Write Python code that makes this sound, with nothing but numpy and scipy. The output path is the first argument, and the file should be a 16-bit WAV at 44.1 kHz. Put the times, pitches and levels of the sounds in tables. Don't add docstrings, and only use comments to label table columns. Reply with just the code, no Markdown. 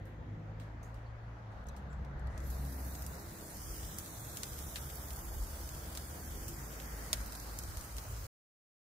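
import sys
import numpy as np
from scipy import signal
from scipy.fft import rfft, irfft
from scipy.io import wavfile
from scipy.ndimage import uniform_filter1d, minimum_filter1d

SR = 44100
rng = np.random.default_rng(int(sys.argv[2]) if len(sys.argv) > 2 else 0)


def ratio_of_db(decibels):
    return 10 ** (np.asarray(decibels, float) / 20)


def output_pcm(signal):
    pcm = np.clip(np.atleast_2d(signal).T, -1, 1) * 32767
    wavfile.write(sys.argv[1], SR, np.round(pcm).astype(np.int16))


N = 392842

# [f/Hz, level/dB]
HISS_SIDE = [(2000, 5), (3500, -0.1), (5500, -1.4), (7000, 1.5), (9000, -2), (11500, -4.5), (13000, -1.5),
             (15000, -12.5)]


def evened(x):
    return x / np.sqrt(np.mean(x ** 2) + 1e-20)


def read(points, hz):
    f, value = np.transpose(points)
    return np.interp(np.log(hz + 1), np.log(f + 1), value)


def column(rows, index, t, before=None):
    rows = np.asarray(rows, float)
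    return np.interp(t, rows[:, 0], rows[:, index], left=before)


def resonance(hz, centre_hz, half_hz):
    return 1 / (1 + ((hz - centre_hz) / half_hz) ** 2)


def sides(side_db):
    return ratio_of_db([[side_db / 2], [-side_db / 2]])


def layer(events):
    track = np.zeros((2, N))
    for s, sound in events:
        part = track[:, round(s * SR):][:, :sound.shape[1]]
        part += sound[:, :part.shape[1]]
    return track


def noise(field_db, side_db, patchy_db, drift_db, flicker_db, size=1024, count=None):
    # [f/Hz, correlation]
    likeness = [(60, 0.96), (130, 0.98), (290, 0.79), (640, 0.45), (1410, -0.12), (3100, 0.15),
                (6820, -0.034), (15000, -0.062)]
    hop = size // 4
    hz = np.fft.rfftfreq(size, 1 / SR)[:count, None]
    t = np.arange(N // hop + 5) * hop / SR
    a, b, c, d, chance = rng.standard_normal((len(t), len(hz), 5)).T
    patches = uniform_filter1d(uniform_filter1d(chance, size=12, axis=0), size=10, axis=1)
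    drifts = uniform_filter1d(uniform_filter1d(patches, size=20, axis=0), size=120, axis=1)
    flicker = uniform_filter1d(rng.standard_normal(len(t)), size=3)
    uneven_db = patchy_db * evened(patches) + drift_db * evened(drifts) + flicker_db * evened(flicker)
    gain = ratio_of_db(field_db(hz, t) + uneven_db)

    same = np.clip(read(likeness, hz), -1, 1)
    left = a + 1j * b
    right = same * left + np.sqrt(1 - same ** 2) * (c + 1j * d)
    z = np.zeros((2, size // 2 + 1, len(t)), complex)
    z[0, :count] = gain * ratio_of_db(side_db(hz) / 2) * left
    z[1, :count] = gain * ratio_of_db(-side_db(hz) / 2) * right
    return evened(signal.istft(z, nperseg=size, noverlap=size - hop)[1][:, :N])


def road():
    # [t/s, roar level/dB]
    traffic = [(0, -59.5), (1.3, -58), (1.62, -56.5), (1.7, -55.5), (2.1, -57), (2.35, -55), (3.8, -54.5),
               (5.3, -52.5), (7.1, -51), (7.9, -52), (8.25, -51)]
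    # [f/Hz, density/dB]
    roar_points = [(240, -39), (400, -4), (715, -2.5), (1120, -6), (1260, -5), (1630, -8.5), (1790, -13),
                   (2750, -19.5), (5390, -28.5), (6380, -28.5), (8500, -41.5), (11800, -39.5), (15500, -42)]
    rumble_points = [(12, -50.5), (20, -17.5), (36, -8), (54, -4.5), (66, -5), (97, -11), (110, -7.5),
                     (140, -42.5), (240, -120)]
    drone_points = [(47, -30), (80, 5), (97, -11), (140, -3), (230, -9.5), (333, -13.5), (377, -22.5),
                    (411, -27.5), (520, -17), (680, -60.5), (1140, -120)]
    # [f/Hz, level/dB]
    road_side = [(60, 0.5), (180, 0), (550, 0), (1650, 1.5), (4970, 2), (15000, -5)]
    # [peak t/s, half length/s, level/dB]
    singing = [
        (0.103, .9, 6.5),
        (2.3, 0.16, 6),
        (3.15, 0.59, 6),
        (6.973, 0.22, 8.5),
    ]

    def side_db(hz):
        return read(road_side, hz)

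    def roar_db(hz, s):
        whine_db = 0.5 + sum(db * resonance(s, at, half) for at, half, db in singing)
        body_db = 3.5 - 0.86 * s
        return read(roar_points, hz) + whine_db * resonance(hz, 1900, 250) + body_db * resonance(hz, 650, 350)

    roar = noise(roar_db, side_db, patchy_db=1.1, drift_db=.5, flicker_db=.3)
    rumble = noise(lambda hz, s: read(rumble_points, hz), side_db,
                   patchy_db=5.0, drift_db=-1.4, flicker_db=1.5, size=4096, count=30)
    drone = noise(lambda hz, s: read(drone_points, hz), side_db,
                  patchy_db=0.7, drift_db=2.5, flicker_db=0.3, size=2048, count=60)
    thick_db = column(traffic, 1, np.arange(N) / SR)
    more_db = thick_db + 55
    return ratio_of_db(thick_db) * roar + ratio_of_db(-49.5 + 0.4 * more_db) * rumble + ratio_of_db(-52.5 - 0.24 * more_db) * drone


def wavering(hz, wander, smear_db, slow):
    drift, flutter = rng.standard_normal((N // slow + 1, 2)).T
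    drift = evened(uniform_filter1d(drift, size=250))
    flutter = evened(uniform_filter1d(uniform_filter1d(flutter, size=190), size=190))
    phase = 2 * np.pi * np.cumsum(hz * (1 + wander * drift)) * slow / SR
    return np.sqrt(2) * np.sin(phase) * ratio_of_db(smear_db * flutter)


def engines():
    # [t/s, firing f/Hz, level/dB]
    climbing = [(0.0, 99, -65), (0.012, 99, -44), (0.086, 102.9, -51), (0.602, 107.2, -47.5),
                (1.03, 111.6, -50), (1.42, 112.3, -50.5), (1.52, 103.5, -49), (1.63, 103, -68)]
    hauling = [(1.66, 63.5, -41.5), (1.702, 64.8, -45.5), (1.804, 63.3, -48.5), (2.002, 63.9, -38.5),
               (2.08, 62.8, -61), (2.092, 64.2, -48), (2.41, 63.8, -39), (3.114, 66.7, -45.5),
               (3.2, 69.7, -65)]
    # [multiple of firing f, level/dB]
    climbing_orders = [(.5, -4), (1, 0)]
    hauling_orders = [(1, 0)]
    # [f/Hz, level/dB]
    idle_lines = [(135, -64.5), (202, -72.5), (270, -73.5), (303, -71.5), (336, -67), (406, -75)]
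    # [t/s, level/dB]
    idle_level = [(1.64, -9), (2.1, -0.1), (5.5, 2), (6.5, 0.5), (7.3, -5)]
    # [start t/s, end t/s, first f/Hz, last f/Hz, top level/dB]
    passes = [
        (0, .9, 153, 164, -55),
        (1.67, 2.04, 199, 200, -58),
        (1.64, 2.7, 140.5, 138.5, -54),
        (2.4, 3.1, 270, 275, -61),
        (4.5, 6.3, 70.5, 72.5, -49),
        (4.4, 6.1, 57, 52.5, -49),
        (6.3, 8.4, 53, 54, -47),
    ]
    slow = 16
    t = np.arange(N // slow + 1) * slow / SR
    idle = sum(ratio_of_db(db) * wavering(hz, .005, 4, slow) for hz, db in idle_lines)
    out = ratio_of_db(column(idle_level, 1, t, before=-92)) * idle

    runs = [(climbing, climbing_orders), (hauling, hauling_orders)]
    for a, b, first_hz, last_hz, db in passes:
        middle = ((a + b) / 2, (first_hz + last_hz) / 2, db)
        runs.append(([(a, first_hz, db - 4), middle, (b, last_hz, db - 4)], hauling_orders))
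    throb = ratio_of_db(5 * np.cos(2 * np.pi * 4.8 * (t - 8.6)) * (t > 7.65))
    for rows, orders in runs:
        sounding = uniform_filter1d(((t > rows[0][0]) & (t < rows[-1][0])) * throb, size=90)
        for k, db in orders:
            tone = wavering(k * column(rows, 1, t), .008, 2.2, slow)
            out += sounding * ratio_of_db(column(rows, 2, t) + db) * tone
    return signal.resample_poly(out, slow, 1)[:N] * ratio_of_db([[.3], [-.3]])


def grill_db(hz, facing=1):
    # [f/Hz, density/dB]
    hiss_points = [(1180, -38), (2000, -8.5), (2440, -12.5), (3100, -4), (3970, -2), (7230, -1),
                   (11500, -6.5), (12900, -6), (14900, 3), (15500, -7.5)]
    # [f/Hz, width/Hz, level/dB]
    port_peaks = [(6400, 240, 1.5), (9300, 85, 8), (11470, 520, 10.5), (14690, 550, -17)]
    return read(hiss_points, hz) + facing * sum(db * resonance(hz, f, width / 2) for f, width, db in port_peaks)


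def shares_db(hz, low_db, top_db):
    low = np.clip((5600 - hz) / 1500, 0, 1)
    top = np.clip((hz - 9000) / 2100, 0, 1)
    return low * low_db + top * top_db


def burst(db, low_db, top_db, side_db, t60_s, crack_db, echo_db, tail_db):
    t = np.arange(8192) / SR
    fall = ratio_of_db(crack_db - 60 * t / 0.0082)
    fall += ratio_of_db(-60 * t / np.clip(t60_s, .005, 1))
    fall += ratio_of_db(tail_db - 60 * t / 0.58)
    fall += ratio_of_db(echo_db - 60 * abs(t - .008) / .03) * (t > .0065)
    hz = np.fft.rfftfreq(len(t), 1 / SR)
    colour = ratio_of_db(shares_db(hz, low_db, top_db) + 0.82 * grill_db(np.clip(hz, 4000, 15000)))
    colour = colour * hz ** 2 / (hz ** 2 + 1500 ** 2)
    colour = colour * ratio_of_db(np.outer([.5, -.5], read(HISS_SIDE, hz)))
    x = evened(irfft(rfft(rng.standard_normal((2, len(t)))) * colour, len(t)))
    return ratio_of_db(db) * sides(side_db) * x * fall * np.minimum(t / 0.00022, 1)


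def rubs():
    # [t/s, peak level/dB, low share/dB, top share/dB, left minus right/dB]
    wet_rubs = [
        (0.0543, -48, 5, 1, -6),
        (0.599, -39.5, 9, -7, -4),
        (0.83, -42.5, -1, -2, -2),
        (0.943, -54.5, 2, -6, -19),
        (1.0694, -63, 13, -19, 0.5),
        (1.5185, -64.5, -1, -9, -21),
    ]
    return layer((s, burst(db - 24.5, *colour, t60_s=.26, crack_db=11, echo_db=-25, tail_db=-12))
                 for s, db, *colour in wet_rubs)


def ring(db, hz, t60_s, side_db):
    t = np.arange(int(.4 * SR)) / SR
    spread, turn = rng.uniform(-0.63, 0.6, (5, 2, 1)).transpose(1, 0, 2)
    modes = np.sin(2 * np.pi * (hz * (1 + .12 * spread) * t + turn)).sum(0) / 2
    return ratio_of_db(db - 60 * t / t60_s) * sides(side_db) * modes * np.minimum(t / (0.026 * t60_s), 1)


def rings():
    # [t/s, peak level/dB, f/Hz, t60/s, left minus right/dB]
    struck = [
        (0.829, -55, 6640, 0.041, -10),
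        (.84, -67, 6800, .2, -11),
        (1.06, -70, 4300, .15, .3),
        (1.686, -53.5, 6150, 0.036, 12),
        (1.69, -62, 3920, 0.064, -13),
        (1.90, -71, 7440, 0.31, -8),
        (2.44, -34.5, 100, 0.13, 1.8),
        (7.1294, -38, 2300, 0.011, 10),
        (7.128, -43.5, 1003, 0.026, 1),
        (7.13, -41.5, 622, 0.04, 0),
    ]
    return layer((s, ring(*modes)) for s, *modes in struck)


def snap(db, low_db, top_db, side_db, t60_s):
    return burst(db - 4.5, low_db, top_db, side_db, t60_s, crack_db=4, echo_db=-16, tail_db=-28)


def spatter(rows, t60_s):
    return layer((s + .0005, snap(db, -3 - bright_db, -3 + bright_db, side_db, t60_s))
                 for s, db, bright_db, side_db in rows)


def ticks():
    # [t/s, peak level/dB, low share/dB]
    salt = [
        (1.6681, -57, -14),
        (1.6857, -51.5, -11),
        (1.9293, -62, -3),
        (2.0478, -60, 6),
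        (2.1944, -64, -5),
        (2.2709, -57, 7),
        (2.377, -49, -2),
        (2.4023, -54, -2.5),
    ]
    return layer((s + .0005, snap(db, low_db, -8.5, 0, .038)) for s, db, low_db in salt)


def spurts():
    # [t/s, peak level/dB, brightness/dB, left minus right/dB]
    wet_spurts = [
        (1.7639, -55.5, -3, -1),
        (2.5016, -43, 8, 5),
        (4.7577, -37, -9, 0),
        (5.9503, -42.5, -2, 0.2),
        (6.481, -38, 4, -0.5),
    ]
    return spatter(wet_spurts, t60_s=.11)


def sizzle():
    # [t/s, hiss level/dB, treble lift/dB]
    boil = [(2.3, -80, -8.5), (2.37, -76.5, -7.5), (2.47, -66, 9), (2.6, -62.5, 3), (2.89, -60, 5),
            (3.23, -62, 1.5), (3.8, -54.5, 0), (4.2, -56, 0), (4.71, -56, 3), (5.22, -58, 3), (5.6, -57, 1),
            (6.4, -58, 2.5), (6.8, -58, 1.5), (7.6, -58, -0.3), (8.2, -58, -0.3)]
    # [t/s, share of port peaks]
    port_facing = [(2.4, 0.87), (5.3, 0.59), (5.8, 0.86), (8.3, 0.53)]
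    # [t/s, f/Hz]
    echo_notch = [(2.4, 3203), (3.5, 3246), (4.05, 5040), (4.4, 4600), (5.0, 4050), (5.9, 3970),
                  (6.7, 4160), (7.1, 3490), (8.3, 3510)]

    def field_db(hz, s):
        lift_db = column(boil, 2, s)
        notch_db = -6.5 * resonance(hz, column(echo_notch, 1, s), 300)
        bubbles_db = shares_db(hz, -1 + .2 * lift_db, lift_db)
        return grill_db(hz, column(port_facing, 1, s)) + notch_db + bubbles_db

    hiss = noise(field_db, lambda hz: read(HISS_SIDE, hz), patchy_db=.9, drift_db=.8, flicker_db=.4, size=512)
    spits_per_s, spit_decay_s = 130, .0009
    large = ratio_of_db(4.5 * np.minimum(rng.exponential(1, N), 3)) * (rng.random(N) < spits_per_s / SR)
    spits = signal.lfilter([1], [1, -np.exp(-1 / (spit_decay_s * SR))], large)
    level_db = column(boil, 1, np.arange(N) / SR, before=-130) + 6.5
    return ratio_of_db(level_db) * hiss * (1 + .3 * spits)


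def pops():
    # [t/s, peak level/dB, brightness/dB, left minus right/dB]
    fat_pops = [(2.9517, -42.5, 0.5, 3), (3.0213, -40.5, 3, -1), (3.064, -38, 5.5, 1), (3.1524, -49, 4, -2),
                (3.9848, -32, 4, 1), (4.37, -34.5, -0.5, 0), (4.4324, -32.5, -4, -0.5),
                (4.5885, -41, 1, -5), (4.8996, -46, -9, 1), (4.9551, -43, 6, -7.5), (5.1048, -44, -3, -1),
                (5.1604, -42, 4, -1), (5.1894, -44, 5, 0.2), (5.6899, -41, 1, 0), (5.9728, -35.5, -1, -2),
                (6.7994, -43, -9, -1.7), (7.1294, -22, -4, 0.5), (7.2608, -43, 8, -8), (7.3218, -42, 0, -3),
                (7.3511, -41.5, 0, -1), (7.3986, -43, 2, -6), (7.5873, -33, 4, 0.8), (7.6355, -42.5, 1, 2),
                (7.7707, -40, 2, 3), (7.8094, -43.5, 1, 2), (7.8466, -42.5, 9, -4), (7.9663, -40.5, 2, 1),
                (7.9825, -38, -3.5, 0)]
    return spatter(fat_pops, t60_s=.038)


def scene():
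    return road() + engines() + rubs() + rings() + ticks() + spurts() + sizzle() + pops()


def starved(x):
    under_db, sparse_db, quiet_db, chance_db = -8.6, -6, -37, 3.8
    low_hz, high_hz, edge_hz = 2500, 5700, 15650
    width = 10
    hz, t, z = signal.stft(x, SR, window="cosine", nperseg=2048, noverlap=1024)
    lines = (abs(z) ** 2).mean(0)[:-5]
    power = lines.reshape(-1, width, len(t)).mean(1)
    centre = hz[:-5].reshape(-1, width).mean(1)[:, None]
    chance = uniform_filter1d(rng.standard_normal(power.shape), size=3)
    chance = chance + .2 * rng.standard_normal(power.shape)
    level_db = 10 * np.log10(power + 1e-20) + chance_db * evened(chance)

    def mean_db(lo, hi):
        band = (centre[:, 0] > lo) & (centre[:, 0] < hi)
        return 10 * np.log10(power[band].mean(0) + 1e-20)

    treble_db, road_db = mean_db(6000, edge_hz), mean_db(500, 2000)
    hiss_db = minimum_filter1d(treble_db, size=5)
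    middle = (centre > low_hz) & (centre < high_hz)
    high = centre > high_hz

    under_hiss = (level_db < hiss_db + under_db + 5 * centre / high_hz) & middle
    under_hiss |= (level_db < hiss_db + under_db - .7) & high & (centre < 14000)
    under_road = (level_db < minimum_filter1d(road_db, size=5) + quiet_db) & high
    gain = np.where(under_hiss, ratio_of_db(-50), 1) * np.where(under_road, ratio_of_db(-13), 1)

    thin = (lines < ratio_of_db(2 * (hiss_db + sparse_db))) & np.repeat(middle, width, axis=0)
    loud_hiss = hiss_db > road_db + quiet_db + 20
    thin |= (lines < ratio_of_db(2 * (hiss_db + sparse_db - 3))) & np.repeat(high, width, axis=0) & loud_hiss
    z[:, :-5] *= np.repeat(gain, width, axis=0) * np.where(thin, ratio_of_db(-30), 1)

    z[:, hz > edge_hz] *= np.where(treble_db > hiss_db + 7, ratio_of_db(-30), ratio_of_db(-55))
    z[:, hz > 16800] = 0
    return signal.istft(z, SR, window="cosine", nperseg=2048, noverlap=1024)[1][:, :N]


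def roll_off(x):
    return signal.sosfilt(signal.butter(12, 16790, fs=SR, output="sos"), x)


def record(dry):
    t = np.arange(N) / SR
    change_s, dip_s, end_s = 1.6422, .013, 8.268
    dip = uniform_filter1d(((t > change_s) & (t < change_s + dip_s)) * 1., size=90)
    click = ratio_of_db(-49) * (abs(t - change_s) < .5 / SR)
    joined = dry * ratio_of_db(-6 * dip) + click
    x = signal.sosfilt(signal.butter(2, 28, "highpass", fs=SR, output="sos"), joined)
    x = starved(x) * np.clip((end_s - t) / 0.00057, 0, 1)
    return roll_off(x)


dry = scene()
out = record(dry)
output_pcm(out)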